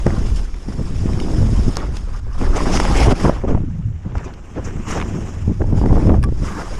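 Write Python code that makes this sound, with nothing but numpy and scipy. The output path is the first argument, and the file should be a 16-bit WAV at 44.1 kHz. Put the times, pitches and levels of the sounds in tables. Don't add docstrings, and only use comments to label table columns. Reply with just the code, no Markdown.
import sys
import numpy as np
from scipy import signal
from scipy.fft import rfft, irfft
from scipy.io import wavfile
from scipy.ndimage import uniform_filter1d, minimum_filter1d

SR = 44100
rng = np.random.default_rng(int(sys.argv[2]) if len(sys.argv) > 2 else 0)


def master_out(mix):
    frames = np.transpose(np.atleast_2d(mix))
    ceiling = np.clip(frames, -1, 1)
    pcm = np.round(ceiling * 32767).astype(np.int16)
    wavfile.write(sys.argv[1], SR, pcm)


N = 299439
TIME = np.arange(N) / SR

# frequency in Hz, gain in dB.
OPEN_SPRAY_COLOUR = [(1200, -3.5), (2600, -4), (3500, -3), (4300, -7.5), (4800, 0), (5300, 3), (5900, -4.5),
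                     (6450, -2), (7500, -7.5), (10200, -11), (11000, -18.5), (11700, -27.5), (14000, -27.5),
                     (15200, -46)]
# time in seconds, rate in Hz, relative level in dB.
SHED_EDDIES = [(3.56, 340, -52), (3.63, 294.8, -31.5), (3.72, 188, -28), (3.8, 156.1, -26.5),
               (3.85, 116.4, -22), (3.958, 100, -22), (3.98, 95.13, -51)]


def skis(hard_bite_db=-24, rasp_growth=3.3):
    # time in seconds, share of the spray shaded by the body from 0 to 1.
    leaning = [(0, 0.25), (3.25, 0.02), (3.5, 0.83), (4.8, 1), (5.35, 0.84), (5.75, 0.4), (6.4, 0.3),
               (6.79, 0.4)]
    # frequency in Hz, gain in dB.
    scrape_colour = [(120, 5.5), (350, 10.5), (700, 4.5), (1150, 4), (1500, -0.5), (2100, -6.5),
                     (3000, -14), (4200, -21.5), (6000, -21.5), (12000, -73)]
    rasp_colour = [(450, -14), (800, 16.5), (1150, -18), (1500, -20.5), (2100, 3), (3050, 1.5), (3600, -5),
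                   (4400, -14.5), (8000, -39.5)]
    shaded_colour = [(1200, 3.5), (2900, 1), (3700, -11), (4400, -16), (5400, -2), (7100, -1.5),
                     (8000, -9.5), (9300, -16), (11300, -27.5), (12500, -23.5), (15000, -36)]
    chatter = waver(25.6)
    edge_db, powder_db = ski_load()
    fractures = grains(650, 3.4)
    crushed = (rng.standard_normal(N) + fractures) * gain_of(0.5 * chatter)
    scrape = coloured(crushed, scrape_colour) * gain_of(edge_db + 2)
    rasp_db = hard_bite_db - 4 + rasp_growth * (edge_db - hard_bite_db)
    rasp = coloured(grains(2500, 2.0), rasp_colour) * gain_of(rasp_db)
    crystals = rng.standard_normal(N) + 0.42 * grains(2500, 3.9)
    shade = np.clip(follow(leaning), 0, 1)
    spray = (1 - shade) * coloured(crystals, OPEN_SPRAY_COLOUR) + shade * coloured(crystals, shaded_colour)
    spray = evened(spray * gain_of(chatter)) * gain_of(powder_db + 1)
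    return patchy(scrape + (1 - shade) * rasp, depth_db=3) + patchy(spray, depth_db=2)


def ski_load(glide_scrape_db=-55, glide_spray_db=-62, swish_rise_s=0.013, swish_release_s=0.054):
    # time of full load, rise, hold and release in seconds
    # (rise and release per 10 dB, sign ignored), relative scrape and spray in dB.
    turns = [(.18, -1.5, 0.0316, 0.2, -40, -44), (1.3, 1, 0.43, 0.18, -39.5, -42.5),
             (2.75, 0.3453, 0.363, 0.1164, -26.5, -35.5), (3.22, -0.5, 0.0099, 0.1561, -27.5, -36.5),
             (4.97, .5, 0.2904, 0.32, -42.5, -44), (6.02, 0.28, 0.05, 0.1, -37.5, -45),
             (6.45, -0.1, 0.12, -3.5, -39, -43)]
    # time and hold in seconds, relative scrape and spray in dB.
    catches = [(.07, 0.0133, -37.5, -64), (0.268, .01, -40, -40.5), (0.363, 0.0098, -61, -39.5),
               (0.685, .02, -45, -63), (1.762, 0.081, -33.5, -60), (1.948, 0.007, -41, -43),
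               (2.413, 0.039, -31, -46.5), (2.555, 0.022, -26, -37.5), (2.736, 0.024, -27.5, -30.5),
               (2.958, 0.075, -26.5, -32.5), (3.112, 0.0064, -28.5, -43.5), (3.319, 0.0374, -28, -54),
               (3.482, 0.017, -34, -49), (3.7, 0.091, -53.5, -60), (4.045, 0.075, -43.5, -68),
               (4.154, 0.048, -38, -52), (4.247, 0.032, -36.5, -54.5), (4.559, 0.016, -35, -63),
               (4.655, 0.0202, -34.5, -43), (4.886, 0.0326, -29, -31.5), (4.931, 0.0412, -27, -39),
               (5.771, 0.0184, -43.5, -44), (6.39, 0.0156, -54, -51), (6.447, .015, -36, -42),
               (6.582, 0.019, -30, -45)]
    swishes = [(s, swish_rise_s, hold_s, swish_release_s, *levels) for s, hold_s, *levels in catches]
    scrape_power, spray_power = gain_of(glide_scrape_db) ** 2, gain_of(glide_spray_db) ** 2
    for s, rise_s, hold_s, release_s, scrape_db, spray_db in list(turns) + swishes:
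        before, after = np.maximum(s - TIME, 0), np.maximum(TIME - s - hold_s, 0)
        load = 10 ** -np.minimum(before / abs(rise_s) + after / abs(release_s), 10)
        scrape_power += load * gain_of(scrape_db) ** 2
        spray_power += load * gain_of(spray_db) ** 2
    return 10 * np.log10(scrape_power), 10 * np.log10(spray_power)


def knocks(rise_s=0.0018):
    # start in seconds, relative level in dB, relative treble in dB, size of the sharp blow
    lumps = [(0.0645, -14, -13, 0.47, .95), (.079, -23, -27.5, .2, 0.77), (0.103, -24, -28.5, .8, 0.98),
             (1.768, -18, -20, 0.36, 0.85), (2.771, -17.5, -20, .3, 1.3), (2.7985, -8.5, -10, 1.66, 1.2),
             (2.8504, -15, -13, 0.92, 1.25), (2.911, -21, -15, .7, 0.68), (3.109, -18, -20, .2, 0.72),
             (4.1518, -23.5, -25, 0.59, 0.8), (4.999, -21.5, -14, .2, 1.52), (5.0125, -20, -26, .2, 1.45),
             (5.0228, -22, -17, .2, 1.46), (5.616, -23.5, -32, .2, 0.795), (5.858, -20.5, -20.5, .1, 0.86),
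             (5.968, -19, -38, .1, 0.51), (6.093, -15, -34, .1, 0.87), (6.101, -19, -34, .1, 0.773)]
    # frequency in Hz, gain in dB.
    crack_colour = [(150, -8), (500, 13), (800, 19), (1300, 11.5), (2000, 8.5), (3000, -8), (4500, -19),
                    (9000, -69)]
    out = np.zeros(N)
    for s, db, treble_db, blow, pitch in lumps:
        crack = scuff(transposed(crack_colour, pitch), rise_s, blow)
        spit = gain_of(treble_db - 2) * scuff(OPEN_SPRAY_COLOUR, rise_s)
        add(out, s, gain_of(db + 9) * (crack + spit))
    return out


def wind(strong_db=-20, tear_growth=1.29, orderly_db=-7):
    # time in seconds, relative level in dB.
    swings = [(0, -23), (.37, -17), (.62, -29.5), (1.05, -21.5), (1.2, -22.5), (1.62, -15), (1.8, -24.5),
              (2.34, -24), (2.42, -14.5), (2.72, -19.5), (3.07, -13.5), (3.42, -28), (3.5, -16),
              (3.62, -18.5), (3.72, -34), (4.15, -35), (4.53, -40.5), (4.66, -28.5), (4.95, -28.5),
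              (5.35, -34), (5.65, -20.5), (6.03, -15), (6.44, -23), (6.57, -33.5), (6.72, -25.5)]
    drumming = [(0, -39), (.08, -20), (.36, -25.5), (.5, -43), (1.07, -20), (1.3, -30), (1.42, -15.5),
                (1.68, -25.5), (1.76, -27), (2.25, -33), (2.8, -27.5), (3.1, -16), (3.38, -33.5),
                (3.55, -18.5), (3.94, -19.5), (4.02, -24.5), (4.48, -40.5), (4.7, -28), (5.15, -25),
                (5.27, -30.5), (5.6, -17.5), (6.15, -14.5), (6.4, -24), (6.6, -32.5), (6.76, -38)]
    airflow = [(0, -44), (.09, -23), (.57, -39), (1.06, -23), (1.6, -23), (2.33, -45.5), (2.42, -21),
               (2.6, -26), (2.72, -21), (3.27, -18), (3.38, -47), (3.53, -17.5), (3.68, -35), (4.45, -41.5),
               (4.66, -29.5), (4.98, -25.5), (5.42, -35), (5.76, -20), (6.14, -16), (6.28, -36),
               (6.55, -26), (6.79, -43.5)]
    # frequency in Hz, gain in dB.
    rumble_colour = [(5, -5), (20, -1), (45, -3.5), (70, -10.5), (130, -41), (400, -92)]
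    wake_colour = [(30, -16.5), (62, 0.5), (100, 1.5), (140, -7), (200, -15.5), (300, -28.5), (800, -80)]
    buffet_colour = [(70, -19), (140, -3.5), (190, 1), (270, -3.5), (380, -8.5), (520, -19.5), (900, -28.5),
                     (2000, -74)]
    force_db = follow(airflow) + 2.28 * waver(2.4)
    rumble = steadied(noise(rumble_colour), 0.0334) * gain_of(follow(swings) + 3 + waver(9.9))
    wake = steadied(noise(wake_colour), 0.065) * gain_of(follow(drumming) + 0.5 + 2.5 * waver(6.7))
    lumpy_air = noise(buffet_colour) * gain_of(3.5 * waver(45))
    buffet = steadied(lumpy_air, 0.0321) * gain_of(force_db - 3)
    tear = tearing() * gain_of(strong_db - 13 + tear_growth * (force_db - strong_db))
    orderly = uniform_filter1d(between(SHED_EDDIES[1][0], SHED_EDDIES[-1][0]), size=2000)
    return rumble + (wake + buffet + tear) * gain_of(orderly_db * orderly)


def tearing(low_hz=280, high_hz=860, db_per_octave=-7):
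    hail = np.zeros(N)
    for hz in np.geomspace(low_hz, high_hz, num=5):
        eddies = signal.oaconvolve(grains(110, 4.0), eddy(hz), "same")
        hail += gain_of(db_per_octave * np.log2(hz / low_hz)) * evened(eddies)
    return steadied(hail, 0.075)


def eddy(hz):
    phase = 2 * np.pi * hz * (TIME[:SR // 50] - 0.01)
    swing = phase / (1 + phase ** 2 / 14) ** 8
    return swing / abs(swing).max()


def gusts(low_hz=90, top_hz=6000, steepness=3.11, fft_size=8192):
    # start and length in seconds, level in dB, upper edge in Hz.
    bursts = [(0.06, 0.0233, -13, 274), (.668, .04, -23.5, 110), (.775, 0.052, -21.5, 200),
              (1.519, 0.0215, -18.5, 199), (1.579, 0.027, -19, 200), (1.66, 0.044, -16, 200),
              (2.402, 0.042, -23.5, 500), (3.05, 0.068, -17, 794), (3.114, 0.0204, -12, 470),
              (3.239, 0.032, -16, 974), (3.253, 0.032, -13, 128), (3.273, 0.0145, -15, 770),
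              (3.435, 0.022, -18, 430), (3.48, 0.046, -20, 402), (4.052, 0.027, -21.5, 115),
              (4.159, 0.027, -17.5, 89), (4.558, 0.048, -25, 572), (4.745, 0.073, -26.5, 118),
              (5.132, 0.069, -24.5, 208), (5.473, 0.0577, -15, 192.4), (5.601, 0.026, -19.5, 502),
              (5.721, 0.027, -16, 234), (5.826, 0.056, -15, 280), (6.068, 0.056, -16, 300),
              (6.25, 0.0492, -21.5, 190), (6.417, 0.026, -18.5, 126)]
    out = np.zeros(N)
    hz = np.fft.rfftfreq(fft_size, 1 / SR)
    flutter = gain_of(2 * waver(75))
    band = hz ** 2 / (hz ** 2 + low_hz ** 2) / np.sqrt(hz + low_hz) * np.exp(-(hz / top_hz) ** 2)
    for s, length_s, db, edge_hz in bursts:
        shape = band / np.sqrt(1 + (hz / edge_hz) ** (2 * steepness - 1))
        n = int(length_s * SR)
        burst = irfft(rfft(rng.standard_normal(fft_size)) * shape)[:n]
        envelope = flutter[int(s * SR):][:n] * signal.windows.tukey(n, .3)
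        add(out, s, gain_of(db) * evened(burst * envelope))
    return out


def pops(pitch_factor=0.59, centre_delay_s=0.00276):
    # start in seconds, relative peak in dB, Hz before the pitch factor, relative crackle in dB.
    large_eddies = [(0.0639, -1, 540, -0.5), (0.684, -15, 305, -23), (0.793, -10.5, 294, -16.5),
                    (1.056, -7, 298, -26), (2.91, -10.5, 425, -2.5), (3.244, -8, 302, -5),
                    (3.293, -1, 480, 4), (3.325, -15, 500, -8.5), (3.446, -23, 800, -18),
                    (3.48, -12, 500, -23), (3.546, -9, 546, -3.5), (3.574, -23, 600, -9.5),
                    (3.603, -18, 356, -21), (3.635, -15, 280, -31), (5.638, -17, 400, -10.5),
                    (5.724, -14, 338, -13.5), (5.781, -10.5, 400, -12), (5.813, -11, 360, -8.5),
                    (5.836, -12, 340, -8), (5.858, -4, 394, -12), (5.894, -10.5, 400, -11),
                    (5.905, -12, 450, -6), (5.926, -11, 570, -6), (5.965, -11.5, 567, -8),
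                    (5.977, -16, 450, -12.5), (5.995, -17, 400, -12), (6.026, -8.5, 300, -25.5),
                    (6.07, -13, 420, -9), (6.092, -6.5, 500, -14), (6.117, -6, 340, -9),
                    (6.141, -15, 400, -5.5), (6.286, -11.5, 400, -15), (6.322, -13, 363, -25)]
    # frequency in Hz, gain in dB.
    crackle_colour = [(150, 2.5), (350, -0.5), (550, 3), (850, 2.5), (1250, -12), (2000, -22.5),
                      (3200, -38), (8000, -63)]
    out = np.zeros(N)
    for s, db, hz, crackle_db in large_eddies:
        swing = eddy(hz * pitch_factor)
        add(out, s + centre_delay_s - len(swing) / 2 / SR, gain_of(db - 1.5) * swing)
        add(out, s, gain_of(crackle_db - 1) * scuff(crackle_colour, rise_s=0.0024))
    return out


def shedding(wander=0.11):
    hz = follow(SHED_EDDIES) * (1 + wander * waver(49))
    moan = np.sin(2 * np.pi * np.cumsum(hz) / SR) * gain_of(3.9 * waver(30))
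    sounding = between(SHED_EDDIES[0][0], SHED_EDDIES[-1][0])
    return evened(moan) * gain_of(follow(SHED_EDDIES, column=2) - 1) * sounding


def clacks():
    # time in seconds, relative level in dB.
    hits = [(.066, -27), (1.7567, -22), (1.7694, -11.5)]
    # frequency in Hz, gain in dB.
    click_colour = [(300, -5), (1200, -8), (2800, -7), (4000, -20), (5100, 23.5), (6400, 14), (8000, 10),
                    (10000, 2), (11700, -24), (15000, -22)]
    # frequency in Hz, relative level in dB, seconds to fall by 60 dB.
    buckle_modes = [(4600, -5, .008), (5300, -1.5, .011), (6350, -11, .011)]
    out = np.zeros(N)
    for s, db in hits:
        add(out, s - .001, gain_of(db - 5.5) * scuff(click_colour, rise_s=0.00081))
        add(out, s, gain_of(db - 1) * ringing(buckle_modes))
    return out


def rattle():
    # start in seconds, relative levels of contact and ring in dB.
    contacts = [(6.228, -21, -40), (6.235, -27, -35.5), (6.238, -18, -25.5), (6.243, -24, -36)]
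    # frequency in Hz, gain in dB.
    contact_colour = [(400, 4), (1300, 7.5), (2300, 9.5), (3800, -8), (5100, 9.5), (6800, -9), (9500, 4),
                      (11000, -5.5), (12000, -20), (14000, -15), (15500, -35)]
    # frequency in Hz, relative level in dB, seconds to fall by 60 dB.
    pole_modes = [(802, -11, .07), (1152, 4, 0.11), (1518, -1, 0.05), (1674, -3, .041), (2385, -7, 0.035),
                  (3316, -14, .035)]
    out = np.zeros(N)
    for s, db, ring_db in contacts:
        add(out, s, gain_of(db) * scuff(contact_colour, rise_s=0.0014))
        add(out, s, gain_of(ring_db) * ringing(pole_modes))
    return out


def ticks(rise_s=0.002):
    # start in seconds, relative level in dB, pitch in Hz, spit of snow in dB against the tick.
    ice_bits = [(.541, -26, 2180, -12), (1.1319, -24, 2400, -3.5), (1.1995, -16.5, 2650, -5),
                (1.8, -23, 1850, -20), (1.967, -20.5, 2720, 0), (4.179, -29, 2600, -3),
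                (4.336, -30.5, 2870, -19)]
    # multiple of its pitch, gain in dB.
    tick_colour = [(.2, -18), (.55, -4), (.85, 1), (1, 2), (1.25, -4), (1.9, -9), (4.5, -34)]
    out = np.zeros(N)
    for s, db, hz, spit_db in ice_bits:
        tick = scuff(transposed(tick_colour, hz), rise_s)
        spit = gain_of(spit_db) * scuff(OPEN_SPRAY_COLOUR, rise_s)
        add(out, s, gain_of(db - 1.5) * (tick + spit))
    return out


def flurries():
    # thickest moment and length in seconds, level in dB, centre in Hz.
    handfuls = [(2.333, 0.0083, -46, 5800), (2.57, .03, -33, 6740), (2.756, 0.11, -29, 5880),
                (4.249, 0.035, -46, 6560), (4.654, .036, -39, 6420), (4.913, 0.0276, -31.5, 6300)]
    # multiple of its centre frequency, gain in dB.
    hiss_colour = [(.5, -30), (.78, -9.5), (.92, -1), (1, -0.5), (1.1, -3.5), (1.3, -17), (1.65, -26.5),
                   (2, -45)]
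    out = np.zeros(N)
    for s, length_s, db, hz in handfuls:
        hiss = noise(transposed(hiss_colour, hz), SR // 5)[:int(length_s * SR)]
        add(out, s - length_s / 2, gain_of(db) * hiss * signal.windows.hann(len(hiss)))
    return out


def singing():
    # time in seconds, level in dB.
    spells = [
        [(2.08, -59), (2.16, -42.5), (2.22, -69), (2.3, -47), (2.37, -49)],
        [(6.42, -46), (6.5, -34), (6.6, -38.5), (6.7, -45.5), (6.79, -51)],
    ]
    # frequency in Hz, gain in dB.
    resonance = [(500, -42.5), (950, -4.5), (1170, 4), (1330, -8.5), (1600, -2), (2500, -41)]
    envelope = sum(gain_of(follow(spell)) * between(spell[0][0], spell[-1][0]) for spell in spells)
    return noise(resonance) * envelope


def crumbs(level_db=-62):
    # frequency in Hz, gain in dB.
    crumb_colour = [(500, -12.5), (1500, 7), (2800, 3.5), (4200, -7), (6000, -13), (11000, -40.5)]
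    return coloured(grains(350, 2.5), crumb_colour) * gain_of(level_db)


def grains(per_s, spread_db):
    size = gain_of(spread_db * np.minimum(rng.exponential(1, N), 4))
    return evened(size * rng.choice([-1, 1], N) * (rng.random(N) < per_s / SR))


def scuff(colour, rise_s, blow=0):
    age = TIME[:2048] / rise_s
    swelling = age ** 2 * np.exp(-2 * age)
    contacts = rng.standard_normal(len(age)) * swelling + blow * (swelling == swelling.max())
    return coloured(np.roll(contacts, 16), colour) / 14


def ringing(modes):
    t = TIME[:SR // 5]
    return sum(gain_of(db - 60 * t / t60) * np.sin(2 * np.pi * hz * t) for hz, db, t60 in modes)


def patchy(x, depth_db):
    spectra = signal.stft(x, nperseg=512, noverlap=384)[2]
    field = rng.standard_normal(spectra.shape)
    for _ in range(2):
        field = uniform_filter1d(uniform_filter1d(field, size=4, axis=0), size=6, axis=1)
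    clumps = evened(gain_of(depth_db * evened(field)))
    return signal.istft(spectra * clumps, nperseg=512, noverlap=384)[1][:N]


def coloured(x, colour):
    hz, db = np.transpose(colour)
    bins = np.fft.rfftfreq(len(x), 1 / SR)
    shape = gain_of(np.interp(np.log(bins + 1), np.log(hz), db))
    return evened(irfft(rfft(x) * shape, len(x)))


def noise(colour, n=N):
    return coloured(rng.standard_normal(n), colour)


def transposed(colour, factor):
    return [(hz * factor, db) for hz, db in colour]


def waver(rate_hz):
    ratio = np.fft.rfftfreq(N, 1 / SR) / rate_hz
    return evened(irfft(rfft(rng.standard_normal(N)) * ratio / (1 + ratio ** 2) ** 2, N))


def steadied(x, seconds):
    size = max(int(seconds * SR), 2)
    power = uniform_filter1d(uniform_filter1d(x ** 2, size), size)
    return x / np.sqrt(abs(power) + 1e-9)


def dips(spans):
    drop_db = sum(db * between(start, end) for start, end, db in spans)
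    return gain_of(uniform_filter1d(drop_db, size=300))


def between(start_s, end_s):
    return 1.0 * ((TIME > start_s) & (TIME < end_s))


def follow(rows, column=1):
    rows = np.asarray(rows, float)
    return np.interp(TIME, rows[:, 0], rows[:, column])


def gain_of(db):
    return 10 ** (np.asarray(db) / 20)


def evened(x):
    return x / np.sqrt(np.mean(x ** 2) + 1e-20)


def add(mix, s, sound):
    part = mix[max(round(s * SR), 0):][:len(sound)]
    part += sound[:len(part)]


def scene():
    # start and end in seconds, gain in dB.
    wind_dips = [(.47, .53, -3.5), (.585, .66, -3), (1.716, 1.763, -6), (2.16, 2.23, -2.5),
                 (2.58, 2.615, -6), (3.14, 3.22, -11.5), (3.968, 4.047, -11), (4.615, 4.655, -2.5),
                 (4.835, 4.87, -8), (5.537, 5.597, -4.5), (5.793, 5.81, -5.5), (5.868, 5.89, -2),
                 (6.004, 6.05, -4), (6.195, 6.225, -3.5), (6.62, 6.66, -6)]
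    snow_dips = [(.5, .66, -1.5), (2.2, 2.335, -9.5), (2.335, 2.378, -4.5), (2.475, 2.558, -4),
                 (2.778, 2.797, -4), (3.07, 3.105, -3.5), (3.129, 3.153, -13.5), (3.153, 3.2, -4.5),
                 (3.3, 3.47, -5), (4.61, 4.64, -0.5), (6.004, 6.055, -1)]
    air = wind() * dips(wind_dips) + gusts() + pops() + shedding()
    snow = skis() * dips(snow_dips) + flurries() + crumbs() + singing() + knocks() + ticks()
    gear = clacks() + rattle()
    return (air + snow + gear)[None]


def record(dry, ceiling=0.94, cutoff_hz=15050):
    headroom = np.minimum(1, ceiling / (abs(dry[0]) + 1e-9))
    gain = uniform_filter1d(minimum_filter1d(headroom, size=301), size=301)
    lowpass = signal.firwin(511, cutoff_hz, window=("kaiser", 9), fs=SR)
    return signal.oaconvolve(dry * gain, lowpass[None], "same")


dry = scene()
out = record(dry)
master_out(out)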